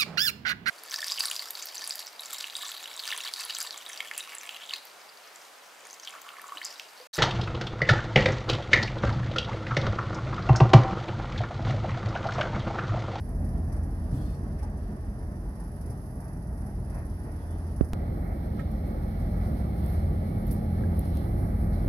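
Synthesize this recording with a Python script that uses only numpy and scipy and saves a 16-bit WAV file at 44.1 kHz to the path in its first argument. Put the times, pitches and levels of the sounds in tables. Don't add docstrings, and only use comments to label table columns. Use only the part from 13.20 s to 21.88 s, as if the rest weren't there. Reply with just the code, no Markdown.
import sys
import numpy as np
from scipy import signal
from scipy.fft import rfft, irfft, next_fast_len
from scipy.io import wavfile
from scipy.ndimage import uniform_filter1d

SR = 44100
rng = np.random.default_rng(int(sys.argv[2]) if len(sys.argv) > 2 else 0)


def undo_db(level):
    steps = np.asarray(level, float) / 20
    return 10 ** steps


def pcm_store(signal):
    levels = np.round(np.clip(np.atleast_2d(signal), -1, 1) * 32767)
    wavfile.write(sys.argv[1], SR, levels.astype(np.int16).T)


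N = 382788
T = np.arange(N) / SR
SIZE = next_fast_len(N)
HZ = np.arange(SIZE // 2 + 1) * SR / SIZE + 1e-3
EARS = np.array([[1], [-1]]) / 2
CUT_S = 4.73399

# hz, left_db_per_hz, right_db_per_hz
YARD_HISS = [
    [(2400, -104, -109), (2700, -108, -110), (3300, -107, -109), (3900, -109, -110), (4520, -107, -108), (4870, -100, -103), (6070, -101, -118), (6630, -114, -112), (7160, -116, -115), (9580, -101, -102), (10440, -105, -92.5), (12400, -114, -105), (15500, -120, -112), (15200, -121, -136), (15800, -125, -138)],
    [(2650, -101, -105), (3500, -96.5, -107), (3800, -102, -103), (4140, -97.5, -96.5), (4550, -102, -102), (5420, -102, -102), (5900, -105, -119), (6750, -112, -118), (7750, -118, -121), (8130, -106, -119), (8460, -102, -119), (9000, -98.5, -109), (10000, -103, -104), (11270, -102, -95), (12500, -110, -96), (13300, -115, -101), (14300, -118, -100), (15600, -120, -106), (15800, -125, -115)],
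]
# time_s, level_db
FAR_CHORUS = [(0, 3.5), (.7, 1), (1.3, 0.5), (2.3, 0.5), (2.6, 4), (4.5, 2.5), (4.72, 1)]


def along(table):
    rows = np.array(table)
    return [np.interp(T, rows[:, 0], column) for column in rows.T[1:]]


def over_hz(table):
    rows = np.array(table)
    return np.array([np.interp(np.log(HZ), np.log(rows[:, 0]), column) for column in rows.T[1:]])


def filtered(x, gain):
    return irfft(rfft(x, SIZE) * gain, SIZE)[..., :N]


def above(hz, steep):
    return 1 / (1 + (hz / HZ) ** steep)


def walk(rate_hz):
    hold = int(SR / rate_hz)
    held = np.repeat(rng.standard_normal(N // hold + 1), hold)
    return 1.255 * uniform_filter1d(uniform_filter1d(held, hold), hold)[:N]


def humps(table):
    return sum(db * np.clip(1 - np.abs(T - s) / half, 0, 1) for s, half, db in table)


def ports(stand):
    # hz, share
    alike = [(150, 1), (300, 0.93), (450, 0.89), (700, 0.83), (1000, 0.62), (2000, 0.5), (4000, 0.28),
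             (8000, 0.3), (12000, 0.26)]
    # hz, lead_rad
    lead = [
        [(0, 0), (100, -.1), (520, .6), (750, .3), (1400, 2.1), (2000, 2.), (3200, 8.8), (16000, 45)],
        [(0, 0), (100, 0), (350, .5), (450, 1.9), (620, .8), (800, 1.1), (900, 1.9), (2200, 6.3), (4800, 15.3), (16000, 44)],
    ]
    shared, left, right = rfft(rng.standard_normal((3, SIZE)))
    like = np.clip(over_hz(alike)[0], 0, 1)
    late = shared * np.exp(-1j * np.interp(HZ, *np.transpose(lead[stand])))
    return np.sqrt(like) * np.array([shared, late]) + np.sqrt(1 - like) * np.array([left, right])


def banded(noise, edges_hz, levels_db, colour):
    steps = [1] + [above(hz, 2.3 + hz / 500) for hz in edges_hz] + [0]
    bands = 0
    for db, lower, upper in zip(levels_db, steps, steps[1:]):
        bands = bands + undo_db(db) * irfft(noise * (lower - upper), SIZE)[:, :N]
    return filtered(bands, undo_db(over_hz(colour)) * np.sqrt(SR / 2))


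def strokes():
    # start_s, peak_db
    wing_strokes = [(0.0902, -54), (0.1471, -51), (0.1955, -55), (0.2433, -47), (0.2862, -50),
                    (0.3287, -56), (0.3755, -52), (0.5222, -44), (0.5621, -48), (0.6325, -49),
                    (0.9093, -53), (1.3882, -50), (1.4277, -45.5), (1.5723, -52), (1.9405, -58),
                    (1.9874, -52), (2.2009, -58), (2.3526, -52), (2.3979, -47.5), (2.4364, -51),
                    (2.4763, -55), (2.5142, -53), (2.5601, -52), (2.6095, -46), (2.6584, -47),
                    (2.6988, -42.5), (2.8569, -51), (2.9542, -53), (3.0021, -45.5), (3.041, -49),
                    (3.0804, -48), (3.1288, -50), (3.2186, -52), (3.269, -51), (3.3258, -53),
                    (3.3737, -48.5), (3.4077, -49), (3.461, -47), (3.4974, -54), (3.5458, -53),
                    (3.5957, -54), (3.6441, -50), (3.697, -46), (3.7434, -44), (3.7818, -48), (3.8511, -48),
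                    (3.897, -50), (3.9404, -54), (3.9898, -51), (4.0342, -48), (4.115, -49), (4.1584, -52),
                    (4.3056, -49), (4.3829, -51), (4.4662, -54), (4.5121, -55), (4.5605, -48),
                    (4.6084, -53), (4.6438, -48.5), (4.6843, -52)]
    stroke_s = 0.044
    when_s, size_db = np.transpose(wing_strokes)
    steady_s = np.arange(0, CUT_S, stroke_s)
    gap_s = np.abs(steady_s[:, None] - when_s).min(axis=1)
    lull_s = steady_s[gap_s > 0.8 * stroke_s]
    at = (when_s * SR).astype(int)
    hits = np.zeros(N)
    hits[(lull_s * SR).astype(int)] = undo_db(-60 + 61.0)
    hits[at] = undo_db(size_db - along(FAR_CHORUS)[0][at] + 57.5)
    t = T[:SR // 10]
    return signal.fftconvolve(hits, (1 - np.exp(-t / 0.0016)) * np.exp(-t / 0.017))[:N]


def yard(stand):
    # centre_s, half_length_s, lift_db
    gusts = [
        (1.043, 0.23, 6.5),
        (4.43, 0.34, 4.5),
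        (6.17, 0.35, 2.5),
        (6.717, 0.25, 4.5),
        (7.96, 0.23, 4.5),
        (4.95, .4, -3),
        (8.62, 0.15, 2.5),
    ]
    top_share = 0.37
    gust_db = humps(gusts)
    if stand == 0:
        chorus_db = along(FAR_CHORUS)[0]
        settle_db = -0.32 * (T - 3.0)
        rasp = strokes()
        treble_share = top_share
    else:
        chorus_db = 1.5 * (T - 5.2)
        settle_db = -0.3
        rasp = 0.45 * undo_db(3.5 * walk(40))
        treble_share = 1.1
    middle_db = gust_db + settle_db
    high_db = chorus_db + 0.43 * gust_db

    def rasp_db(share):
        return 10 * np.log10(0.5 + (share * rasp) ** 2)

    swell_db = 1.0 * walk(8.4)
    shrill_gate = np.clip((6.8 - T) / 0.5, 0, 1) * np.clip((T - 4.3) / 1.3, 0, 1)
    shrill_db = stand * 5 * (shrill_gate - 0.4)
    flicker_db = 1.3 * walk(17)
    levels_db = (
        middle_db + flicker_db + 1.0 * walk(3.04),
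        middle_db - 0.39 * gust_db + 2.15 + rasp_db(1.0),
        high_db + swell_db + rasp_db(1.13),
        treble_share * high_db - stand * 1.5 + swell_db + 0.62 * walk(17) + rasp_db(0.28),
        top_share * high_db + shrill_db + swell_db + 1.5 * walk(17) + rasp_db(0.28))
    hiss = banded(ports(stand), (4670, 8870, 12000, 13100), levels_db, YARD_HISS[stand])
    return filtered(hiss, above(2490, 41))


def jets(table, width_share, pure):
    out = np.zeros((2, N))
    for s, length_s, hz, db, pan_db in table:
        t = T[:int(length_s * SR)]
        low_pass = signal.butter(2, width_share * hz / 2, fs=SR, output="sos")
        slow = signal.sosfilt(low_pass, rng.standard_normal((4, SR // 2)))
        in_phase, quadrature = slow[:2, -len(t):], slow[2:, -len(t):]
        phase = 2 * np.pi * hz * t * (1 + 0.14 * t / 2)
        jet = (in_phase + pure * slow.std()) * np.cos(phase) + quadrature * np.sin(phase)
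        jet = jet * undo_db(2.5 * walk(30)[:len(t)])
        shape = np.minimum(t / 0.01, 1) * (1 - t / length_s) ** 0.17
        at = int(s * SR)
        out[:, at:at + len(t)] += undo_db(db + pan_db * EARS) * shape * jet / jet.std()
    return out


def squeals():
    # start_s, length_s, centre_hz, level_db, left_minus_right_db
    brake_squeals = [
        (.923, .25, 4200, -71, -6),
        (.936, .06, 3530, -74, 8),
        (1.051, .11, 3530, -75, 8),
        (.961, .09, 3310, -72, 10),
        (.936, .045, 2510, -71, 11),
        (1.086, .04, 2510, -73, 11),
        (.941, .03, 6060, -75, 0),
        (4.181, .07, 3340, -76, 3),
        (4.276, .125, 3440, -74, 3),
        (4.301, .09, 3090, -80, 8),
    ]
    return jets(brake_squeals, 0.03, 1.0)


def whistles():
    # start_s, length_s, centre_hz, level_db, left_minus_right_db
    valve_whistles = [
        (4.205, .03, 3400, -77, 3),
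        (5.970, 0.043, 4170, -75, 2),
        (1.424, .022, 5050, -66, 2),
        (1.380, .02, 4950, -69, 2),
        (8.518, .09, 4100, -66, -2),
        (8.521, 0.04, 4850, -71, -2),
        (8.52, .05, 3450, -72, -2),
        (8.585, .04, 4900, -74, -2),
        (1.09, .07, 5000, -75, 0),
    ]
    return jets(valve_whistles, 0.1, 0)


def puffs():
    # start_s, length_s, centre_hz, level_db, left_minus_right_db
    air_puffs = [(.927, 0.25, 10000, -65, 4), (.928, 0.23, 3800, -75, -1), (4.148, .45, 3300, -76, 3),
                 (1.382, 0.11, 1790, -61.5, 1), (1.422, 0.033, 852, -46.5, -4),
                 (1.423, 0.028, 5150, -65, 0), (5.389, 0.031, 1620, -54, -16),
                 (5.387, 0.037, 3200, -65, -10), (5.388, 0.026, 6500, -71, -13),
                 (6.198, 0.13, 4230, -69, -9), (8.526, 0.083, 4290, -68, 3)]
    return jets(air_puffs, 0.6, 0)


def gravel():
    # start_s, rms_level_db, length_s, left_minus_right_db, lowest_hz
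    cracks = [(0.091, -46, 0.0024, 11, 8000), (5.513, -48, 0.013, 2, 8000), (5.667, -55, 0.034, -5, 8000),
              (6.661, -35.5, 0.0034, 3, 8000), (6.666, -48, .005, -5, 9000), (6.636, -49, .02, -7, 10500),
              (6.68, -48, .035, -7, 10500), (7.977, -50, .003, -5, 10000), (6.69, -52, 0.084, -7, 9050),
              (7.225, -56, .008, 0, 9000), (7.267, -38, 0.0056, -7, 13000), (7.276, -41, .007, -7, 12000),
              (7.31, -53, 0.035, 12, 3530), (7.308, -43.5, 0.013, 13, 5000), (7.314, -38, .026, -4, 12800),
              (7.27, -55, 0.048, 10, 4800), (7.308, -44, 0.061, -0.5, 9000), (7.313, -37, .004, -3, 9000),
              (7.324, -44, .006, -2, 11500), (7.331, -37, .005, 1, 9500), (7.336, -44, .004, -3, 8500),
              (7.77, -52, .006, 2, 8000), (7.7925, -29.5, 0.003, -5, 10400), (7.853, -47, .006, 2, 3500),
              (7.872, -57, .03, -5.5, 8000), (7.943, -53, .018, -4, 10000),
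              (7.971, -38.5, 0.0038, -3, 2500), (8.197, -54, .006, 0, 8000)]
    out = np.zeros((2, N))
    for s, db, length_s, pan_db, low_hz in cracks:
        n = int(length_s * SR)
        chance = rng.random((2, 4000))[:, :n]
        grains = (chance[0] < 0.012) * undo_db(-4.5 * np.log(chance[1]))
        rough = 1.1 + signal.lfilter([1], [1, -0.96], grains)
        shape = np.sin(np.pi * (np.arange(n) / n) ** 0.39)
        swarm = rng.standard_normal(4000)[:n] * rough * shape
        swarm = signal.sosfilt(signal.butter(4, low_hz, "high", fs=SR, output="sos"), swarm)
        at = int(s * SR)
        out[:, at:at + n] += undo_db(db + pan_db * EARS) * swarm / np.sqrt(np.mean(swarm ** 2))
    port_colour = undo_db(0.75 * (over_hz(YARD_HISS[1]) + 91.5))
    return filtered(out, port_colour * above(1800, 11) * (1 - above(15900, 13)))


def knocks():
    # start_s, ring_hz, t60_s, left_db, right_db
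    rings = [(.926, 128, .3, -21, -21), (.942, 95, .22, -24, -24), (.940, 282, .16, -30, -30),
             (.995, 300, .2, -35, -35), (1.428, 830, .1, -42, -42), (1.432, 1600, .08, -54, -54),
             (4.60984, 1085, .0053, -70, -19.7), (4.6098, 2500, .009, -70, -45),
             (4.6098, 1600, .008, -70, -38), (5.392, 1300, .08, -47, -38), (5.397, 1600, .05, -50, -40),
             (5.396, 1850, .06, -50, -41), (5.396, 2150, .04, -54, -45), (5.395, 2450, .03, -60, -50),
             (7.637, 1650, .035, -42, -40)]
    out = np.zeros((2, N))
    t = T[:SR // 3]
    for s, hz, t60_s, left_db, right_db in rings:
        ring = -np.sin(2 * np.pi * hz * t) * np.exp(-np.log(1000) * t / t60_s)
        at = int(s * SR)
        out[:, at:at + len(t)] += undo_db(np.array([[left_db], [right_db]])) * ring
    return out


def finger():
    rest_hz, extra_turns, relax_s = 56.8, 1.006, 0.00173
    t = np.maximum(T - 4.60952, 0)
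    closing = 1 - np.exp(-(t / 0.00218) ** 2.53)
    size = closing * (8 * np.exp(-t / 0.00092) + 0.44 * np.exp(-t / 0.0119))
    turns = rest_hz * t + extra_turns * (1 - np.exp(-t / relax_s))
    return np.array([[0], [-1]]) * size * np.sin(2 * np.pi * turns)


def locomotive(stand):
    # multiple, first_stand_db, second_stand_db
    orders = [(7, -57, -50), (8, -44, -36), (9, -44, -43), (11, -47, -42), (12, -46, -45), (13, -56, -39),
              (16, -40, -35), (17, -54, -45), (20, -56, -47), (24, -50, -48), (28, -58, -46),
              (32, -58, -45), (33, -56, -45), (34, -57, -50), (39, -60, -49), (40, -52, -41.5),
              (41, -62, -54), (42, -64, -54), (48, -62, -58), (54, -66, -55), (63, -68, -56),
              (155, -75, -61)]
    # multiple, centre_s, half_length_s, lift_db
    beats = [(16, .5, .7, 5), (16, 1.45, .3, 6), (16, 2.8, .7, -6), (16, 4.4, .3, 5), (24, 2.0, .2, 7),
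             (24, 3.15, .3, 6), (12, 2.75, .25, 7), (16, 5.3, .5, -6), (16, 6.1, .25, 5),
             (16, 6.47, .2, -10), (16, 6.85, .3, 5), (16, 7.25, .22, -9), (16, 7.65, .3, 4),
             (16, 8.15, .25, -10), (16, 8.55, .25, 6), (13, 6.8, .3, 10), (13, 7.85, .35, 7),
             (13, 8.42, .15, 7), (13, 7.3, .2, -5), (8, 6.05, .4, 4), (8, 6.6, .2, -10), (8, 7.25, .2, 5),
             (8, 7.8, .3, -11), (8, 8.55, .2, 5), (11, 5.0, .2, 7), (11, 8.35, .25, 8), (33, 6.15, .15, 7),
             (33, 6.5, .12, 7), (33, 7.1, .12, 7), (33, 7.65, .25, 6), (33, 8.45, .2, 5),
             (40, 8.45, .12, 6), (40, 6.65, .15, -6), (40, 8.1, .15, -6), (28, 7.1, .15, 7),
             (20, 7.75, .4, 5), (20, 6.1, .2, 7), (40, 6.2, .1, 4), (40, 7.7, .15, 3)]
    # time_s, level_db
    effort = [
        [(0, -36.5), (.3, -32.5), (.75, -34), (1.0, -32.5), (1.3, -35), (2.9, -37.5), (3.6, -35), (4.25, -36.5),
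         (4.72, -36)],
        [(4.75, -31), (5.25, -32.5), (6.2, -29.5), (6.55, -29.5), (6.8, -29), (7.3, -29), (7.8, -28.5),
         (8.3, -28.5), (8.68, -27.5)],
    ]
    # hz, left_db_per_hz, right_db_per_hz
    rumble_colour = [
        [(20, -63, -69), (45.6, -54, -54), (78.5, -54.5, -52.5), (100.5, -58, -60), (188, -64, -62), (422, -75, -74), (523, -81.5, -78.5), (596, -74, -76), (1024, -86.5, -83), (1570, -93, -87.5), (1850, -90.5, -86.5), (2470, -102, -106), (2650, -102, -109)],
        [(20, -59, -67), (42.2, -49.5, -50), (86.5, -52, -51), (153, -60, -58), (215, -64.5, -60), (240, -63, -60.5), (395, -75, -66), (513, -66, -72), (758, -76.5, -71.5), (1016, -89, -81.5), (1250, -82, -78.5), (1525, -91.5, -84.5), (2217, -89, -86), (2500, -101, -104)],
    ]
    # centre_s, half_length_s, lift_db
    surges = [(.26, .08, 1), (.56, 0.088, 2.5), (1.03, 0.11, 0), (1.43, 0.066, 1), (1.72, 0.076, 1),
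              (2.04, .07, 1.5), (2.41, 0.064, 1), (2.71, 0.083, 3), (3.06, 0.13, 2), (3.44, 0.1, 1.5),
              (3.78, 0.11, 5), (4.08, 0.14, 3), (4.33, 0.15, 2.5), (5.12, 0.18, 1.5), (6.22, 0.095, 2.5),
              (6.75, 0.09, 2.5)]
    crank_hz = (5.19, 5.28)[stand]
    turn = 2 * np.pi * np.cumsum(crank_hz * (1 + 0.0015 * walk(1.5))) / SR
    boom_db = along(effort[stand])[0] - np.mean(effort[stand], axis=0)[1]
    growl_db, roar_db = 0.86 * boom_db, 0.56 * boom_db

    drone = 0
    for row, start in zip(orders, rng.uniform(0, 2 * np.pi, len(orders))):
        multiple = row[0]
        effort_db = boom_db if multiple * crank_hz < 110 else growl_db
        beat_db = humps([beat[1:] for beat in beats if beat[0] == multiple])
        order_db = row[1 + stand] + 3 + effort_db + beat_db + 1.5 * walk(4)
        drone = drone + undo_db(order_db) * np.sin(multiple * turn + start)

    throb_db = 0.26 * np.sin(turn) + 0.52 * np.sin(4 * turn) + 0.76 * np.sin(8 * turn) + 0.99 * np.sin(16 * turn)
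    surge_db = humps(surges) - 0.8
    levels_db = [boom_db + 0.51 * throb_db, growl_db + throb_db + 1.76 * walk(25)]
    for surge_share in (0.92, 1, 1.8):
        levels_db.append(roar_db + surge_share * surge_db + 0.1 * throb_db + 1.02 * walk(18))
    back = 0.4 * (1 - above(404, 6.2))
    comb = np.sqrt(1 - back ** 2) / (1 - back * np.exp(-2j * np.pi * HZ / crank_hz))
    rumble = banded(ports(stand) * comb, (110, 400, 800, 2100), levels_db, rumble_colour[stand])
    bass_cut = above(23, 14) * (0.38 + 0.67 * above(38.4, 12))
    return filtered(rumble, (1 - above(2675, 57)) * bass_cut) + drone


def scene():
    first, second = (yard(stand) + locomotive(stand) for stand in range(2))
    vent = signal.butter(2, 22, "high", fs=SR, output="sos")
    touches = signal.sosfilt(vent, knocks() + finger())
    cut = int(CUT_S * SR)
    jump = np.array((-0.081, -0.11)) - second[:, cut] + first[:, cut - 1]
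    settle = jump[:, None] * np.exp(-np.maximum(T - CUT_S, 0) / 0.0047)
    stands = np.where(np.arange(N) < cut, first, second + settle)
    return stands + gravel() + puffs() + whistles() + squeals() + touches


def top_cut(x):
    return signal.sosfilt(signal.butter(12, 16510, fs=SR, output="sos"), x)


def record(dry):
    # hz, level_db_per_hz
    faint = [(2000, -116), (3400, -114), (5000, -116), (5900, -118), (6900, -121), (7700, -120),
             (12000, -120), (15000, -125)]
    top_hz = 15790
    padded = np.pad(dry, ((0, 0), (0, 4096)), "reflect")
    hz, _, cells = signal.stft(padded, SR, nperseg=2048, scaling="psd")
    power = 2 * np.abs(cells) ** 2
    patch = uniform_filter1d(power, size=9, axis=1)
    waver_db = 1.2 * np.repeat(rng.standard_normal((2, 103, cells.shape[2])), 10, axis=1)[:, :len(hz)]
    limit_db = np.interp(hz, *np.transpose(faint), left=-200)[:, None] + waver_db
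    strong = (power > 0.6 * patch) | (hz[:, None] < 900)
    click = power[:, hz > top_hz].mean(axis=1, keepdims=True) > undo_db(2 * -96)
    keep = (patch > undo_db(2 * limit_db)) & strong & ((hz[:, None] < top_hz) | click)
    thinned = signal.istft(cells * keep, SR, nperseg=2048, scaling="psd")[1][:, :N]
    return top_cut(thinned)


dry = scene()
out = record(dry)
pcm_store(out)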